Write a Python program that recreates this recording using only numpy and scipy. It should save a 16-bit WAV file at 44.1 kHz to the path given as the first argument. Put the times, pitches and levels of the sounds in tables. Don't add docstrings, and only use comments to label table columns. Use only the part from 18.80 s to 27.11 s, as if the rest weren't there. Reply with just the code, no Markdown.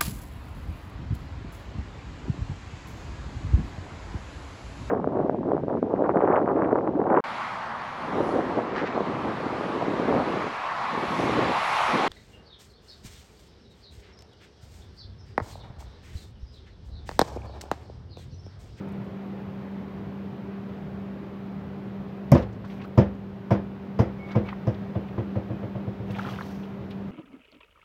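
import sys
import numpy as np
from scipy import signal
from scipy.fft import rfft, irfft
from scipy.io import wavfile
from scipy.ndimage import uniform_filter1d

SR = 44100
rng = np.random.default_rng(int(sys.argv[2]) if len(sys.argv) > 2 else 0)


def store_pcm(level_fs):
    pcm = np.round(np.clip(level_fs, -1, 1) * 32767).astype(np.int16)
    wavfile.write(sys.argv[1], SR, np.atleast_2d(pcm).T)


def invert_db(x):
    u = np.asarray(x, float) / 20
    return 10 ** u


N = 366471

# f/Hz, level/dB [per Hz]
WASH_SPECTRUM = [(30, -56), (55, -13), (95, -2.5), (140, -0.5), (230, -6.5), (420, -14), (800, -20.5),
                 (1600, -29), (3200, -38.5), (5000, -48.5), (7500, -60.5), (9500, -65.5), (12500, -59),
                 (15700, -61)]
# t/s, level/dB
BREEZE_LEVEL = [(0, 0.85), (3.4, -0.07), (5.2, 0.2), (5.9, 1.56), (7.3, 0.7), (8.31, 0.64)]
SECOND_MACHINE = [-50.5, -50]
# f/Hz, level/dB
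WHINE_TONES = [(593.4, -66), (1090.6, -69), (1905, -79), (2000.6, -77), (2362.4, -76), (2514.8, -79),
               (3923, -86), (4039, -88)]
# start t/s, length t/s, pitch f/Hz, level/dB
SQUEAK_EVENTS = [
    (5.384, .1, 2203, -48),
    (5.484, 0.049, 2193, -47),
    (5.541, 0.025, 2240, -46.5),
    (5.64, .03, 2255, -52),
    (5.67, 0.029, 2268, -50),
]
# start t/s, length t/s, rub level/dB, hiss level/dB, where the sole presses hardest [0-1]
SCUFF_EVENTS = [
    (3.84, 0.22, -53, -65.5, 0.77),
    (5.448, 0.13, -44.5, -70.5, 0.5),
    (5.621, 0.13, -45, -70, 0.54),
    (7.24, 0.76, -42.5, -58.5, 0.28),
]
# f/Hz, level/dB [per Hz]
GRIT_SPECTRUM = [(400, -32), (700, 4), (900, 1), (1400, -3.5), (2000, -7.5), (3300, -9.5), (4500, -24),
                 (6500, -45), (12000, -83)]
# f/Hz, level/dB [per Hz]
DUST_SPECTRUM = [(2650, -9.5), (4500, -4), (6190, -6.5), (7020, -14), (9310, -20.5), (12100, -13.5),
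                 (14900, -16), (15700, -16)]
# t/s, peak level/dB, centre f/Hz, breadth [octaves]
BRUSH_EVENTS = [(.24, -67, 6900, .67), (3.575, -43, 4000, 0.48), (3.622, -45, 3000, 0.71),
                (3.725, -59, 5000, 0.54), (3.839, -36.5, 1010, .6), (3.846, -49, 2400, 0.95),
                (3.897, -42.5, 2000, 0.7), (3.916, -48, 2460, .78), (3.994, -42, 2060, 0.28),
                (4.013, -40, 2000, 0.81), (4.036, -43, 1490, 1.1), (4.044, -39, 1260, 0.3),
                (5.505, -41, 1620, 0.23), (5.514, -50.5, 4300, 0.46), (5.655, -58, 3200, .71),
                (7.313, -56.5, 9000, 1.2), (7.362, -43, 3170, .3), (7.465, -35, 1090, 0.39),
                (7.505, -44, 2760, 0.79), (7.831, -47, 2880, .37), (8.105, -42.5, 2870, .57)]
# t/s, peak level/dB, centre f/Hz, breadth [octaves]
TICK_EVENTS = [(.086, -63, 7000, .89), (.121, -62, 9050, 1.2), (3.548, -39, 2970, 0.97),
               (4.052, -62, 14000, .4), (4.076, -66, 13900, 0.36), (4.154, -67, 12700, .6),
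               (4.35, -68, 5800, 0.47), (5.488, -52.5, 2460, 0.85), (5.535, -46.5, 1300, 0.35),
               (5.682, -43, 2380, 0.23), (5.688, -31, 1600, .8), (5.7275, -30, 1090, 0.7),
               (5.944, -47, 3100, 0.48), (6.285, -45, 1490, 0.93), (7.307, -43, 2570, .82),
               (7.35, -40, 2350, 0.24), (7.384, -35, 830, 0.25), (7.386, -37, 1500, 1.07),
               (7.393, -27, 1400, 0.18), (7.432, -52, 1900, 1), (7.448, -34, 1400, .18),
               (7.474, -37, 1300, 0.54), (7.487, -34.5, 1290, 0.49), (7.548, -46, 1490, 1.1),
               (7.587, -31.5, 1300, 0.43), (7.609, -29, 1300, 0.49), (7.622, -46, 3770, 0.24),
               (8.104, -61, 11000, .8)]
# t/s, level/dB, t60 [s]
SNAP_EVENTS = [
    (3.5181, -21, .005),
    (3.5205, -26, 0.0092),
    (3.525, -39, .025),
    (3.53, -52.5, 0.48),
]
# f/Hz, level/dB [per Hz]
CRACK_SPECTRUM = [(1200, -28), (2000, 12), (3800, -22), (5600, 5.5), (7500, -7), (9500, -19), (12000, -5.5),
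                  (15700, -17)]
# f/Hz, level/dB, t60 [s]
WALL_MODES = [(66.4, -2.5, 0.68), (83.8, 7.5, 0.35), (110.7, -4.5, 0.81)]
# f/Hz, level/dB, t60 [s]
THUD_MODES = [(180.3, -5, 0.11), (200, -8, 0.26), (235.9, -11.5, 0.17)]
# f/Hz, level/dB, t60 [s]
PANEL_MODES = [(305.6, -6, 0.14), (333.4, -0.5, 0.24), (376.4, -15, 0.18), (432.4, -10, 0.068),
               (470, -6, 0.13), (500.7, -5, 0.28), (507, -0.5, 0.11), (546.7, -2.5, 0.19), (616, -3, 0.16),
               (668, -6, .14), (693, -7.5, .13), (805, -19.5, 0.096)]
# f/Hz, level/dB, t60 [s]
SHELL_MODES = [(931, 7, 0.088), (1018, 9, 0.061), (1074, -9.5, 0.31), (1196, 2.5, 0.064),
               (1400, -29, 0.075), (1618, -11, 0.1), (2000, -17.5, 0.27)]
# f/Hz, level/dB [per Hz]
RATTLE_SPECTRUM = [(150, -29.5), (250, -4.5), (350, 0), (520, -6), (750, -9.5), (1100, -17.5), (2000, -23),
                   (3300, -32.5), (4300, -41.5), (8000, -67.5), (16000, -84.5)]
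# f/Hz, t60 [s]
RATTLE_DECAY = [(300, 0.27), (1000, 0.31), (3000, 0.26), (6000, 0.31), (14000, 0.06)]
# f/Hz, level/dB [per Hz]
TRIM_SPECTRUM = [(2500, -17), (4300, -26.5), (4750, 4), (6200, -3.5), (6700, -11.5), (9500, -24.5),
                 (12000, -18), (15700, -24)]
# t/s, push level/dB, edge level/dB, trim buzz level/dB, push f/Hz
SLAP_EVENTS = [
    (3.550, -11.5, 4.5, -51, 187),
]
# t/s, push level/dB, edge level/dB [extra bite of the turning head's rim], trim buzz level/dB
KNOCK_EVENTS = [(3.518, -2.5, -4, -27), (4.175, -6, 1, -29), (4.706, -11, 4.5, -31),
                (5.189, -11.5, 3.5, -30.5), (5.552, -13.5, 0.5, -41.5), (5.868, -14.5, -3, -40),
                (6.15, -21, -1.5, -60), (6.378, -21, 1.5, -54), (6.555, -20.5, 0, -57),
                (6.699, -24, -1.5, -70), (6.827, -26, 1, -70), (6.95, -27, 1.5, -64),
                (7.069, -25.5, -5.5, -75), (7.194, -27.5, -12, -75), (7.295, -28, -2, -77),
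                (7.376, -31, -9, -77), (7.456, -30, -1, -77), (7.515, -30.5, -12, -77),
                (8.001, -32, -18, -78)]


def evened(x):
    return x / np.sqrt(np.mean(abs(x) ** 2) + 1e-20)


def read(points, hz):
    f, value = np.transpose(points)
    return np.interp(np.log(hz + 1), np.log(f + 1), value)


def add(mix, s, sound):
    part = mix[round(s * SR):][:len(sound)]
    part += sound[:len(part)]


def coloured(x, points):
    gain = invert_db(read(points, np.fft.rfftfreq(len(x), 1 / SR)))
    return evened(irfft(rfft(x) * gain, len(x)))


def arch(u, top, narrow):
    top = np.clip(top, .05, .95)
    return ((u / top) ** top * ((1 - u) / (1 - top)) ** (1 - top)) ** narrow


def wash():
    rumble_db, rumble_follows, lump_db = -4.5, 1.6, 1.2
    hz = np.fft.rfftfreq(2048, 1 / SR)
    t = np.arange(N // 512 + 5) * 512 / SR
    a, b, patches = rng.standard_normal((len(t), len(hz), 3)).T
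    patches = evened(uniform_filter1d(uniform_filter1d(patches, 6, 0), 10, 1))
    breeze_db = np.interp(t, *np.transpose(BREEZE_LEVEL))
    bass = 1 / (1 + (hz[:, None] / 250) ** 4)
    level_db = bass * (rumble_db + rumble_follows * breeze_db) + (1 - bass) * breeze_db
    level_db = level_db + (0.9 + lump_db * bass) * patches
    z = (a + 1j * b) * invert_db(read(WASH_SPECTRUM, hz)[:, None] + level_db)
    sound = signal.istft(z, nperseg=2048, noverlap=1536)[1][:N]
    return invert_db(-39.5) * evened(sound)


def hum():
    hum_hz, hum_db, beat_hz, beat_top_s = 195.76, -38, 2.335, 0.5316
    t = np.arange(N) / SR
    turn = 2 * np.pi * hum_hz * t
    faster = turn + 2 * np.pi * beat_hz * (t - beat_top_s)
    first = invert_db(hum_db) * np.sin(turn)
    second = sum(invert_db(db) * np.sin((k + 1) * faster) for k, db in enumerate(SECOND_MACHINE))
    whines = sum(invert_db(db) * np.sin(2 * np.pi * hz * t) for hz, db in WHINE_TONES)
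    return np.sqrt(2) * (first + second + whines)


def squeak(s, length, hz, db):
    creep_hz_per_s = 210
    t = np.arange(0, length, 1 / SR)
    drift = uniform_filter1d(rng.standard_normal(SR // 2), size=300)
    wobble = 1 + 0.22 * evened(drift)[:len(t)]
    tone = np.sin(2 * np.pi * np.cumsum(hz + creep_hz_per_s * t) / SR)
    return s, np.sqrt(2) * invert_db(db) * wobble * arch(t / length, 0.58, 1.4) * tone


def scuff(s, length, rub_db, hiss_db, hardest):
    grit_db, grit_cap, flicker_db, grains_per_s = 2.6, 3.5, 2.0, 2500
    u = np.arange(0, length, 1 / SR) / length
    draws = rng.random((2, SR))[:, :len(u)]
    size_db = grit_db * np.minimum(-np.log(draws[0] + 1e-9), grit_cap)
    size = invert_db(size_db) * (draws[1] < grains_per_s / SR)
    stone = rng.integers(0, 24, SR)[:len(u)]
    t = np.arange(600) / SR
    rings = np.zeros(len(u))
    for k, hz in enumerate(np.geomspace(600, 6000, 24)):
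        grain = np.sin(2 * np.pi * hz * t) * np.exp(-t * hz / 4.3) * hz
        rings += signal.oaconvolve(size * (stone == k), grain)[:len(u)]
    a, b = rng.standard_normal((2, SR))[:, :len(u)]
    dust = invert_db(flicker_db * evened(uniform_filter1d(a, size=600))) * coloured(b, DUST_SPECTRUM)
    rub = invert_db(rub_db) * arch(u, hardest, 6.5) * coloured(rings, GRIT_SPECTRUM)
    hiss = invert_db(hiss_db) * arch(u, 0.38, 2.7) * dust
    return s, rub + hiss


def tick(s, peak_db, hz, octaves, t60, rise):
    t = np.arange(SR // 6) / SR
    steps = np.linspace(-3, 3, 13)
    octaves, rise = max(octaves, .1), max(rise, .0002)
    band = np.transpose([hz * 2 ** (steps * octaves), -6 * steps ** 2])
    shape = invert_db(peak_db - 60 * t / max(t60, .005)) * (1 - np.exp(-t / rise))
    shape = shape * (1 + 0.87 * np.exp(-t / 0.00073 - rise / 0.00098))
    width = 0.457 / (hz * octaves)
    late = t - 1.62 * width - rise
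    pip = 3.04 * np.exp(-rise / 0.00061 - (late / width) ** 2) * np.cos(2 * np.pi * hz * late)
    return s, shape * coloured(rng.standard_normal(len(t)), band) + invert_db(peak_db) * pip


def sudden_tick(*event):
    return tick(*event, t60=0.036, rise=.0007)


def brush(*event):
    return tick(*event, t60=0.075, rise=0.0036)


def snap(s, db, t60):
    t = np.arange(SR // 10) / SR
    return s, invert_db(db - 60 * t / t60) * coloured(rng.standard_normal(len(t)), CRACK_SPECTRUM)


def push(t, hz, cycles):
    u = t * hz / cycles
    return (u * np.exp(1 - u)) ** 2.3 * np.sin(2 * np.pi * hz * t + 0.62 * np.exp(-u) - .6)


def ring(modes, t, detune, rise_cycles):
    spot_db = 1.5
    hz, db, t60 = np.transpose(modes)[:, :, None]
    a, b, c = rng.standard_normal((3, len(modes), 1))
    rise = 1 - np.exp(-t * hz / max(rise_cycles, .05))
    level = invert_db(db + spot_db * a - 60 * t / t60) * rise
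    sound = (level * np.sin(2 * np.pi * hz * (1 + detune * b) * t + c)).sum(0)
    return sound / abs(sound).max()


def rattle(t):
    noise = coloured(rng.standard_normal(len(t)), RATTLE_SPECTRUM)
    hz, frames, z = signal.stft(noise, SR, nperseg=256)
    decay = invert_db(-60 * frames / read(RATTLE_DECAY, hz)[:, None])
    tail = signal.istft(z * decay, SR, nperseg=256)[1][:len(t)]
    return tail * (1 - np.exp(-t / 0.003))


def trim_buzz(t, db):
    noise = coloured(rng.standard_normal(len(t)), TRIM_SPECTRUM)
    return invert_db(db - 15.0 - 60 * t / 0.17) * noise * (1 - np.exp(-t / 0.0015))


def knock(s, push_db, edge_db, sizzle_db, push_hz=None):
    rest_hz, stretch_hz = 113.3, 51.4
    t = np.arange(SR // 2) / SR
    push_hz = push_hz or rest_hz + stretch_hz * invert_db(push_db) ** 2
    cycles = 1.47 + 0.0056 * (145 - push_hz)
    panel_db = push_db - 4 + 0.39 * edge_db
    shell_db = push_db - 10.5 + 0.98 * edge_db
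    boom = invert_db(-11.5) * ring(WALL_MODES, t, 0.023, 0.18)
    low = invert_db(push_db) * (push(t, push_hz, cycles) + boom)
    thud = invert_db(-1.0) * ring(THUD_MODES, t, 0.021, 1.57)
    panel = invert_db(-1.0) * ring(PANEL_MODES, t, 0.023, 2.3)
    mid = invert_db(panel_db) * (thud + panel)
    shell = invert_db(-4.5) * ring(SHELL_MODES, t, 0.025, 2.4)
    high = invert_db(shell_db) * (shell + invert_db(-3.0) * rattle(t))
    return s, low + mid + high + trim_buzz(t, sizzle_db)


def scene():
    mix = wash() + hum()
    sources = ((squeak, SQUEAK_EVENTS), (scuff, SCUFF_EVENTS), (brush, BRUSH_EVENTS),
               (sudden_tick, TICK_EVENTS), (snap, SNAP_EVENTS), (knock, SLAP_EVENTS), (knock, KNOCK_EVENTS))
    for source, events in sources:
        for event in events:
            add(mix, *source(*event))
    return mix[None]


def roll_off(x):
    return signal.sosfilt(signal.butter(12, 16650, fs=SR, output="sos"), x)


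def record(dry):
    low_cut_hz, band_edge_hz = 50, 15760
    duck_knee_db, duck_share, duck_memory_s, duck_lag_s = -24, 0.81, 0.66, 0.18
    thin = signal.sosfilt(signal.butter(3, low_cut_hz, "high", fs=SR, output="sos"), dry)
    keep = np.exp(-1 / (duck_memory_s * SR))
    heard_db = 10 * np.log10(signal.lfilter([1 - keep], [1, -keep], thin ** 2) + 1e-12)
    over_db = np.maximum(heard_db - duck_knee_db, 0)
    lag = np.exp(-1 / (duck_lag_s * SR))
    ducked = thin / invert_db(duck_share * signal.lfilter([1 - lag], [1, -lag], over_db))
    limited = 1.5 * np.tanh(ducked / 1.496)
    edge = signal.firwin(1023, band_edge_hz, window=("kaiser", 9), fs=SR)
    finished = signal.oaconvolve(limited, edge[None], "same")
    return roll_off(finished)


dry = scene()
out = record(dry)
store_pcm(out)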